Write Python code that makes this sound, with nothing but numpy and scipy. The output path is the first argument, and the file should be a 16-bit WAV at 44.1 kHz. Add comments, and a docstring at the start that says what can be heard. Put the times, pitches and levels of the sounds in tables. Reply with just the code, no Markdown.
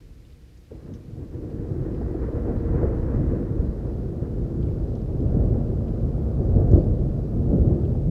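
"""Thunder from a long lightning channel rolls over a village square, loudest in its booms and thuds.
The roll is made of thousands of shock fronts at random times, echoed by house walls.
Claps are sudden puffs of noise; thuds are short, low swings of pressure.
First raindrops tick nearby as small puffs of bright noise, with a patter of tiny splashes.
Filtered noise gives the steady hiss of the microphone."""
import sys
import numpy as np
from scipy import signal
from scipy.fft import rfft, irfft, next_fast_len
from scipy.io import wavfile
from scipy.ndimage import uniform_filter1d

SR = 44100
rng = np.random.default_rng(int(sys.argv[2]) if len(sys.argv) > 2 else 0)


def bounce(signal):
    """Save signal as a 16-bit WAV file at the path given by the first command-line argument."""
    frames = np.transpose(np.atleast_2d(signal))
    limited = np.clip(frames, -1, 1)
    pcm = np.round(limited * 32767).astype(np.int16)
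    wavfile.write(sys.argv[1], SR, pcm)


def volts_from_decibels(level):
    """Turn decibel levels (scalar or array-like) into linear amplitude factors."""
    exponent = np.asarray(level, float) / 20
    return 10 ** exponent


N = 357210  # length of the scene in samples


def evened(x):
    """Scales a sound to an average strength (rms) of 1."""
    return x / np.sqrt(np.mean(x ** 2) + 1e-20)


def coloured(x, points):
    """Filters a sound by a curve of (f/Hz, level/dB), joined by lines on a log-frequency axis."""
    size = next_fast_len(len(x))
    f, db = np.transpose(points)
    hz = np.fft.rfftfreq(size, 1 / SR)
    gain = volts_from_decibels(np.interp(np.log(hz + 1), np.log(f + 1), db))
    return irfft(rfft(x, size) * gain, size)[:len(x)]


def band(x, low_hz, high_hz, order=3):
    """Lets through only the range from low_hz to high_hz, without looking ahead in time."""
    edges = [low_hz, min(high_hz, SR * .45)]
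    return signal.sosfilt(signal.butter(order, edges, "band", fs=SR, output="sos"), x)


def add(mix, s, sound):
    """Mixes a sound in at time s, in seconds."""
    part = mix[round(s * SR):][:len(sound)]
    part += sound[:len(part)]


def burst(db, hz, t60, octaves, rise):
    """A puff of noise around hz that rises fast and dies away, 60 dB in t60 s, scaled to its peak."""
    t = np.arange(SR // 2) / SR
    shape = (1 - np.exp(-t / rise)) * volts_from_decibels(-60 * t / max(t60, .01))
    noise = shape * rng.standard_normal(len(t))
    puff = band(noise, hz / 2 ** octaves, hz * 2 ** octaves, order=4)
    return volts_from_decibels(db) * puff / abs(puff).max()


def walls(x, t60=0.36, wet_db=-3, count=16):
    """Sounds come from one of several directions, each with its own sparse echoes off the houses."""
    way = rng.integers(0, count, N)  # a random direction for every sample
    at = np.arange(200, SR // 2 - 20, 20)
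    wet = np.zeros(N)
    for k in range(count):
        echoes = np.zeros(SR // 2)
        sign = rng.choice([-1., 1.], len(at))
        echoes[at + rng.integers(0, 20, len(at))] = sign * volts_from_decibels(-60 * at / SR / t60)
        wet += signal.oaconvolve(x * (way == k), echoes / np.linalg.norm(echoes))[:N]
    return x + volts_from_decibels(wet_db) * wet


def steadied(x, span_s):
    """Divides out level changes slower than about span_s, so that a later curve sets the swell."""
    size = max(round(span_s * SR), 1)
    power = uniform_filter1d(uniform_filter1d(x ** 2, size), size)
    return x / np.sqrt(power + 1e-4)


# Colour after the air and the ground echo, from near stretches of channel:
# (f/Hz, relative level per Hz/dB)
NEAR_COLOUR = [(11, -26.5), (18, -6.5), (53, -2.5), (106, -4), (170, -10.5), (208, -8), (282, -7),
               (315, -4), (426, -16), (475, -8.5), (518, -19), (620, -25.5), (717, -28.5), (782, -31),
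               (1500, -39), (1930, -41.5), (2200, -50), (3200, -60.5), (4160, -89), (7040, -120)]
# The same from far stretches: (f/Hz, relative level per Hz/dB)
FAR_COLOUR = [(11, -35.5), (18, -7), (59, 0.5), (151, -5), (185, -9.5), (227, -6), (276, -14), (329, -11),
              (465, -19), (603, -25), (872, -37.5), (1370, -43), (1900, -58), (2260, -71), (3200, -61.5),
              (4160, -75), (7040, -120)]
# How the thunder moves away: (t/s, weight of the far colour from 0 to 1)
MOVING_AWAY = [(3.3, 0.18), (5.0, 0.8)]


def through_air(fronts):
    """Air and ground echo colour the fronts; the mix slides from the near colour to the far one."""
    far = np.clip(np.interp(np.arange(N) / SR, *np.transpose(MOVING_AWAY)), 0, 1)
    near_sound = evened(coloured(fronts, NEAR_COLOUR))
    far_sound = evened(coloured(fronts, FAR_COLOUR))
    return (1 - far) * near_sound + far * far_sound


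def bunched(rows, t, hz):
    """Sums smooth humps in dB; each fades with distance in time and in pitch from its centre."""
    reach_octaves = 1.25
    total = 0
    for s, db, mid_hz, length in rows:
        off_pitch = np.log2(hz / mid_hz) / reach_octaves
        off_time = 2 * (t - s) / length
        total = total + db * np.exp(-off_pitch ** 2 - off_time ** 2)
    return total


# Booms and crackles, where fronts of about one pitch grow louder (softer if negative):
# (t/s, level over the roll/dB, centre f/Hz, length t/s)
LOUDER_MOMENTS = [(.735, 5.5, 450, 0.065), (.75, 2, 100, .06), (.91, 8, 1500, 0.25),
                  (0.918, 11.5, 170, 0.089), (1.2, 3.5, 1500, 0.1), (1.225, 4, 1800, 0.027),
                  (1.206, 7.5, 196, 0.084), (1.35, 4, 1500, 0.038), (1.36, 3.5, 250, 0.093),
                  (1.44, 9, 500, 0.022), (1.872, 3.5, 1000, 0.05), (2.24, 5, 1270, 0.087),
                  (2.25, 3, 50, 0.12), (2.37, 7, 700, 0.07), (2.36, 3, 70, .06), (2.495, 10, 576, 0.079),
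                  (2.565, 11.5, 65.4, 0.028), (2.735, 2, 91, 0.1), (2.75, 5, 300, 0.039),
                  (2.79, 1.5, 1700, 0.037), (2.82, 6, 1310, 0.32), (2.83, 1, 800, 0.098),
                  (2.96, 1.5, 1500, .06), (3.08, 2, 1400, 0.036), (3.14, 5, 1500, 0.09),
                  (3.206, 10.5, 100, 0.079), (3.32, 8, 55, 0.053), (3.31, 2.5, 1800, .04),
                  (3.344, 4.5, 700, 0.073), (3.43, 3.5, 300, 0.047), (3.695, 15.5, 60, 0.017),
                  (3.876, 5, 1300, 0.054), (4.23, 4, 130, 0.032), (4.245, 5.5, 1500, 0.052),
                  (4.412, 8.5, 55, 0.075), (4.643, 7, 71, 0.24), (5.22, 4, 302, 0.043),
                  (5.37, 1.5, 189, 0.04), (5.5, 4.5, 80, 0.097), (5.52, -0.5, 220, 0.047),
                  (5.43, 3.5, 550, 0.35), (5.56, 1.5, 910, 0.05), (6.052, 11.5, 79.4, 0.054),
                  (6.2, 3.5, 50.6, 0.12), (6.401, 6.5, 298, 0.033), (6.6, -2, 60, 0.054),
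                  (6.59, 5, 463, 0.052), (6.775, 5.5, 149, 0.065), (6.65, 1, 160, 0.051),
                  (6.765, 4, 600, 0.1), (6.75, 2.5, 1400, 0.079), (6.86, 2.5, 300, 0.23),
                  (6.58, 0.5, 787, .06), (7.53, -0.5, 800, 0.065), (7.71, 1, 696, 0.068),
                  (5.36, 2, 750, 0.039), (7.045, 4, 130, 0.038), (7.394, 7.5, 151, 0.062),
                  (7.535, 8, 452, 0.095), (7.545, 2, 190, 0.053), (7.7, 3, 250, 0.17), (8.08, 5, 90, 0.066)]


def booms(t, hz):
    """Rise in dB where fronts sounding around hz swell into booms and crackles."""
    return bunched(LOUDER_MOMENTS, t, hz)


# Lulls, where fronts of about one pitch grow softer (louder if negative):
# (t/s, level under the roll/dB, centre f/Hz, length t/s)
SOFTER_MOMENTS = [(.81, 10, 200, 0.037), (1.04, 3, 60, 0.1), (1.038, 3, 330, 0.048), (1.147, 2, 600, .03),
                  (1.1, -2, 1200, .1), (1.29, 5.5, 250, 0.055), (1.29, 4, 1200, .05), (1.67, 9, 151, 0.035),
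                  (1.76, 2, 100, 0.024), (2.19, 12, 80, 0.021), (2.32, 34, 90.5, 0.018),
                  (2.6, 0, 506, 0.064), (2.724, 1, 600, .025), (3.063, 2, 60, .05), (3.427, 3, 60, .05),
                  (3.46, 6, 200, 0.068), (3.52, 1.5, 506, 0.083), (3.76, 8, 117, 0.078),
                  (3.941, 2, 150, .035), (3.96, 0.5, 1400, .1), (4.29, 5, 70, .05), (4.49, 8, 55.5, 0.042),
                  (4.535, 7, 55, .04), (4.755, 3, 400, 0.025), (5.07, 13.5, 200, 0.018),
                  (5.98, 3, 70, 0.075), (2.62, 1.5, 1500, .08), (3.03, -1, 1300, 0.035),
                  (3.22, -1, 1500, 0.053), (6.35, 5.5, 250, 0.036), (6.71, -1, 81, 0.021),
                  (6.824, 10, 160, 0.027), (6.87, 5, 50, 0.044), (6.985, 19, 101, 0.018),
                  (7.194, -2.5, 600, .03), (7.298, 1.5, 320, .03), (7.548, 12, 55, 0.05),
                  (7.78, 17, 89, 0.031), (8.03, 6.5, 150, 0.084)]


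def lulls(t, hz):
    """Drop in dB for fronts around hz, in the lulls and around each thud of similar pitch."""
    dip_db, dip_span = 3, 0.93  # dip at a thud, and its length as a share of the thud's length
    dips = [(s, dip_db, thud_hz, dip_span * cycles / thud_hz) for s, _, thud_hz, cycles in THUD_LIST]
    return bunched(SOFTER_MOMENTS + dips, t, hz)


# The five sizes of front: (low f/Hz, high f/Hz, arrivals per s, scale of random level/dB)
FRONT_SIZES = [(32.8, 74.5, 470, -0.5), (85.8, 177, 550, 1.5), (197.7, 433, 900, 1.5),
               (412, 799, 1500, 1.5), (790, 2770, 1000, 1.5)]
# The swell of this strike: (t/s, level/dB before each size's offset, brightness/dB, depth/dB)
STRIKE = [(0.704, -46.5, 4, 1), (1.05, -46, -5, -2), (1.3, -42, 2, -0.5), (1.6, -34, -2, -3),
          (2.0, -32, 0.5, -1), (2.4, -32, 5, 2), (2.8, -28.5, -1, 1), (3.05, -29.5, 1.5, 3),
          (3.4, -29.5, -0.5, -3), (3.8, -32, -1.5, 1.4), (4.1, -33, -3, 0.3), (4.6, -32, -3, -1.5),
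          (5.05, -32, -3.5, 1), (5.4, -27.5, -6.5, 2.5), (5.75, -29.5, -5, 0), (6.2, -31, -2, 1),
          (6.65, -24, -7.5, 4), (6.95, -27.5, -10, 3.5), (7.281, -31.5, -4, 0.5), (7.6, -25.5, -10.5, -1),
          (7.849, -27, -8, -0.5), (8.1, -28.5, -16.5, 1.5)]
# How each size of front follows the strike:
# (offset level/dB, share of brightness, share of depth, far rumble level at the start/dB)
SIZE_FOLLOWS = [(1, 0.013, 0.87, -45), (1, -0.33, 0.12, -50.5), (-1.5, 0.15, -0.66, -57),
                (-9, 0.16, 0.3, -63.5), (-22.5, 0.69, -0.15, -75)]


def roll():
    """Shock fronts of five sizes arrive at random and follow one swell, over a fading far rumble."""
    rumble_fade_db_per_s = 6
    s, level_db, bright_db, deep_db = np.transpose(STRIKE)
    t, out = np.arange(N) / SR, np.zeros(N)
    steps = t[::64]  # loudness is worked out every 64 samples
    for follow, front in zip(SIZE_FOLLOWS, FRONT_SIZES):
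        over_db, bright, deep, rumble_db = follow
        low, high, rate, spread_db = front
        size = volts_from_decibels(spread_db * np.minimum(rng.exponential(1, N), 5)) * rng.choice([-1., 1.], N)
        arrives = rng.random(N) < rate / SR
        fronts = band(walls(size * arrives), low, high)
        heard = steadied(through_air(fronts), span_s=0.055 + 2.0 / low)
        hz = np.sqrt(low * high)
        swell_db = np.interp(steps, s, level_db + over_db + bright * bright_db + deep * deep_db)
        strike = volts_from_decibels(swell_db + booms(steps, hz) - lulls(steps, hz)) * (steps > s[0])
        rumble = volts_from_decibels(rumble_db - rumble_fade_db_per_s * steps)
        out += np.interp(t, steps, np.hypot(strike, rumble)) * heard
    return out


# Colour of the hiss: (f/Hz, relative level per Hz/dB)
HISS_COLOUR = [(410, -31.5), (700, 1.5), (1010, -1), (2020, 1.5), (2220, 1), (3440, -2.5), (3720, -2.5),
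               (4940, -3), (8620, -9), (14300, -12), (15400, -19)]


def hiss():
    """Steady self-noise of the microphone: random noise, filtered to its colour."""
    return volts_from_decibels(-67.5) * evened(coloured(rng.standard_normal(N), HISS_COLOUR))


# Raindrops landing close by:
# (t/s, peak level before echoes/dB, centre f/Hz, time to fall 60 dB t/s, reach in octaves)
DROP_LIST = [(.249, -57, 3250, 0.055, 0.31), (0.323, -54.5, 3870, 0.039, .4),
             (.571, -58.5, 5780, 0.086, 0.27), (0.936, -52, 5770, 0.05, 0.23), (.936, -55.5, 3200, .06, .2),
             (.947, -56.5, 5600, .06, .2), (1.944, -58, 2610, 0.043, 0.27), (4.627, -53, 3320, 0.031, 0.5),
             (4.68, -61, 2310, 0.06, 0.19), (4.875, -66, 4600, 0.034, .15), (4.951, -51, 4300, 0.035, 0.5),
             (5.015, -62.5, 4900, .03, 0.17), (5.204, -56, 3410, 0.028, 0.6),
             (5.879, -53.5, 2540, 0.034, 0.36), (6.558, -57, 4540, 0.026, 0.31),
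             (6.713, -51.5, 4180, .025, 0.88), (6.714, -55.5, 6540, 0.063, 0.17),
             (6.742, -62, 6420, .05, .1), (6.746, -56, 3700, .07, .5), (6.789, -59.5, 4490, 0.064, 0.084),
             (6.778, -61.5, 6340, 0.037, .15), (6.812, -60.5, 3400, 0.066, 0.57),
             (6.835, -60.5, 3600, 0.052, .6), (7.848, -53.5, 3170, .035, 0.36)]


def drops():
    """Short bright ticks of water on tile and stone, and a thin random patter of one tiny splash."""
    spray_db, spray_s = 2.5, .09  # the patter grows louder after each close drop, then settles
    out = np.zeros(N)
    for s, db, hz, t60, octaves in DROP_LIST:
        add(out, s, burst(db, hz, t60, octaves, rise=0.0011))
    out = walls(out, t60=.2, wet_db=-10.5)
    landed = np.bincount([round(row[0] * SR) for row in DROP_LIST], minlength=N)
    spray = np.minimum(signal.lfilter([1], [1, -np.exp(-1 / (spray_s * SR))], landed), 1)
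    size_db = spray_db * spray + 3.0 * np.minimum(rng.exponential(1, N), 3)
    patter = volts_from_decibels(size_db) * (rng.random(N) < 150 / SR)  # about 150 splashes per s
    splash = rng.standard_normal(900) * volts_from_decibels(-60 * np.arange(900) / SR / 0.093)
    splashes = band(signal.oaconvolve(patter, splash)[:N], 2300, 5000, order=3)
    return out + volts_from_decibels(-77.5) * evened(splashes)


# Single claps: (t/s, peak level/dB, centre f/Hz, time to fall 60 dB t/s)
CLAP_LIST = [(.712, -36, 370, 0.079), (.882, -38, 323, 0.079), (1.161, -42.5, 400, 0.33),
             (1.333, -36, 358, 0.098), (1.43, -45, 414, 0.051), (1.59, -40, 327, 0.063),
             (1.85, -37, 413, 0.05), (2.01, -31.5, 486, 0.077), (2.142, -29.5, 397, 0.092),
             (2.47, -29.5, 387, 0.071), (2.55, -31.5, 386, 0.085), (2.823, -17.5, 317, 0.32),
             (3.136, -24, 327, 0.23), (3.28, -36, 350, 0.094), (5.215, -29, 270, .1),
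             (5.345, -28, 247, 0.091), (5.55, -33, 533, 0.092), (5.735, -39, 480, .05),
             (6.174, -38, 480, 0.044), (6.27, -35, 395, 0.076), (6.564, -23, 300, 0.12),
             (6.73, -14, 253, 0.14), (6.752, -21.5, 350, 0.25), (7.33, -37, 447, 0.074),
             (7.705, -31, 430, 0.21), (7.95, -37, 454, 0.056)]


def claps():
    """Stretches of channel that face the listener arrive all at once, each as a puff of noise."""
    out = np.zeros(N)
    for s, db, hz, t60 in CLAP_LIST:
        add(out, s, burst(db, hz, t60, octaves=0.76, rise=0.0011))
    return out


# Thuds and knocks, each one big front and its swing back:
# (centre t/s, height of the window as level/dB, f/Hz, cycles)
THUD_LIST = [(.72, -33, 397, 3.5), (.853, -29.5, 139, 2.4), (.938, -35, 95.5, 2.9),
             (1.087, -30.5, 140, 2.4), (1.138, -29.5, 125, 4), (1.181, -28, 110, 2.65),
             (1.21, -30.5, 330, 5), (1.225, -29, 100, 2.55), (1.356, -25, 90, 2.5), (1.431, -28, 338, 5.6),
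             (1.517, -32, 480, 6), (1.545, -27, 60, 2.5), (1.6, -21.5, 134, 2.7), (1.718, -18.5, 129, 3.1),
             (1.785, -23, 130, 2.4), (1.811, -18, 124, 2.8), (2.045, -24, 60.4, 3.5),
             (2.155, -21, 337, 5.7), (2.289, -24, 477, 7), (2.754, -16.5, 150, 3.4),
             (2.832, -25.5, 600, 5.9), (2.834, -15.5, 150, 3.1), (2.71, -16, 65, 2.1),
             (2.84, -13, 76.4, 1.9), (2.88, -12, 70, 1.66), (3.188, -20, 101, 2.85), (3.242, -20.5, 300, 5),
             (3.284, -17.5, 70, 2.8), (3.337, -22.5, 486, 8), (3.515, -15.5, 104, 2.8),
             (3.572, -32, 496, 6), (3.602, -13, 62, 2.7), (3.632, -19, 150, 2.85), (4.23, -29, 495, 6.5),
             (4.689, -30, 500, 5.3), (4.838, -16, 58, 2.2), (4.941, -28.5, 500, 6), (5.222, -22.5, 253, 6),
             (5.265, -14.5, 75, 1.8), (5.353, -10, 73, 1.7), (5.372, -12.5, 188, 3),
             (5.413, -13.5, 61.7, 2.9), (5.531, -16, 111, 3.05), (5.587, -19.5, 258, 5.1),
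             (6.006, -29.5, 507, 5.6), (6.566, -9.5, 91, 2.53), (6.571, -11.5, 188, 2.76),
             (6.605, -14, 70, 2.4), (6.647, -13.5, 150, 3.5), (6.735, -9, 168, 2.03),
             (6.744, -5.5, 84, 3.64), (6.763, -10.5, 320, 5.2), (6.766, -13, 140, 3.24),
             (6.784, -17, 353, 9.9), (6.855, -14, 110, 2), (6.922, -13, 64.4, 2.6), (7.5, -13, 66, 2.9),
             (7.545, -13.5, 184, 4.3), (7.56, -12, 145, 3.5), (7.609, -11.5, 62.4, 3.55),
             (7.681, -8.5, 105, 2.22), (7.728, -10, 75, 2.45)]


def thuds():
    """A few swings of pressure, as sine cycles under a smooth window centred on their time."""
    out = np.zeros(N)
    for (s, db, hz, cycles), turn in zip(THUD_LIST, rng.random((len(THUD_LIST), 1))):
        t = np.arange(0, cycles / hz, 1 / SR)
        swing = np.sin(2 * np.pi * (hz * t + turn))  # turn: random starting point in the cycle
        add(out, s - t[-1] / 2, volts_from_decibels(db) * np.hanning(len(t)) * swing)
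    return out


def scene():
    """Thunder and raindrops, in one channel."""
    return (roll() + claps() + thuds() + drops())[None]


def top_cut(x):
    """Nothing passes above the cut-off."""
    return signal.sosfilt(signal.butter(12, 15590, fs=SR, output="sos"), x)


def record(dry):
    """Adds the microphone hiss and a fade of 6 ms at both ends."""
    fade = signal.windows.tukey(N, .012 * SR / N)  # both fades together last .012 s
    return top_cut((dry + hiss()) * fade)


dry = scene()
out = record(dry)
bounce(out)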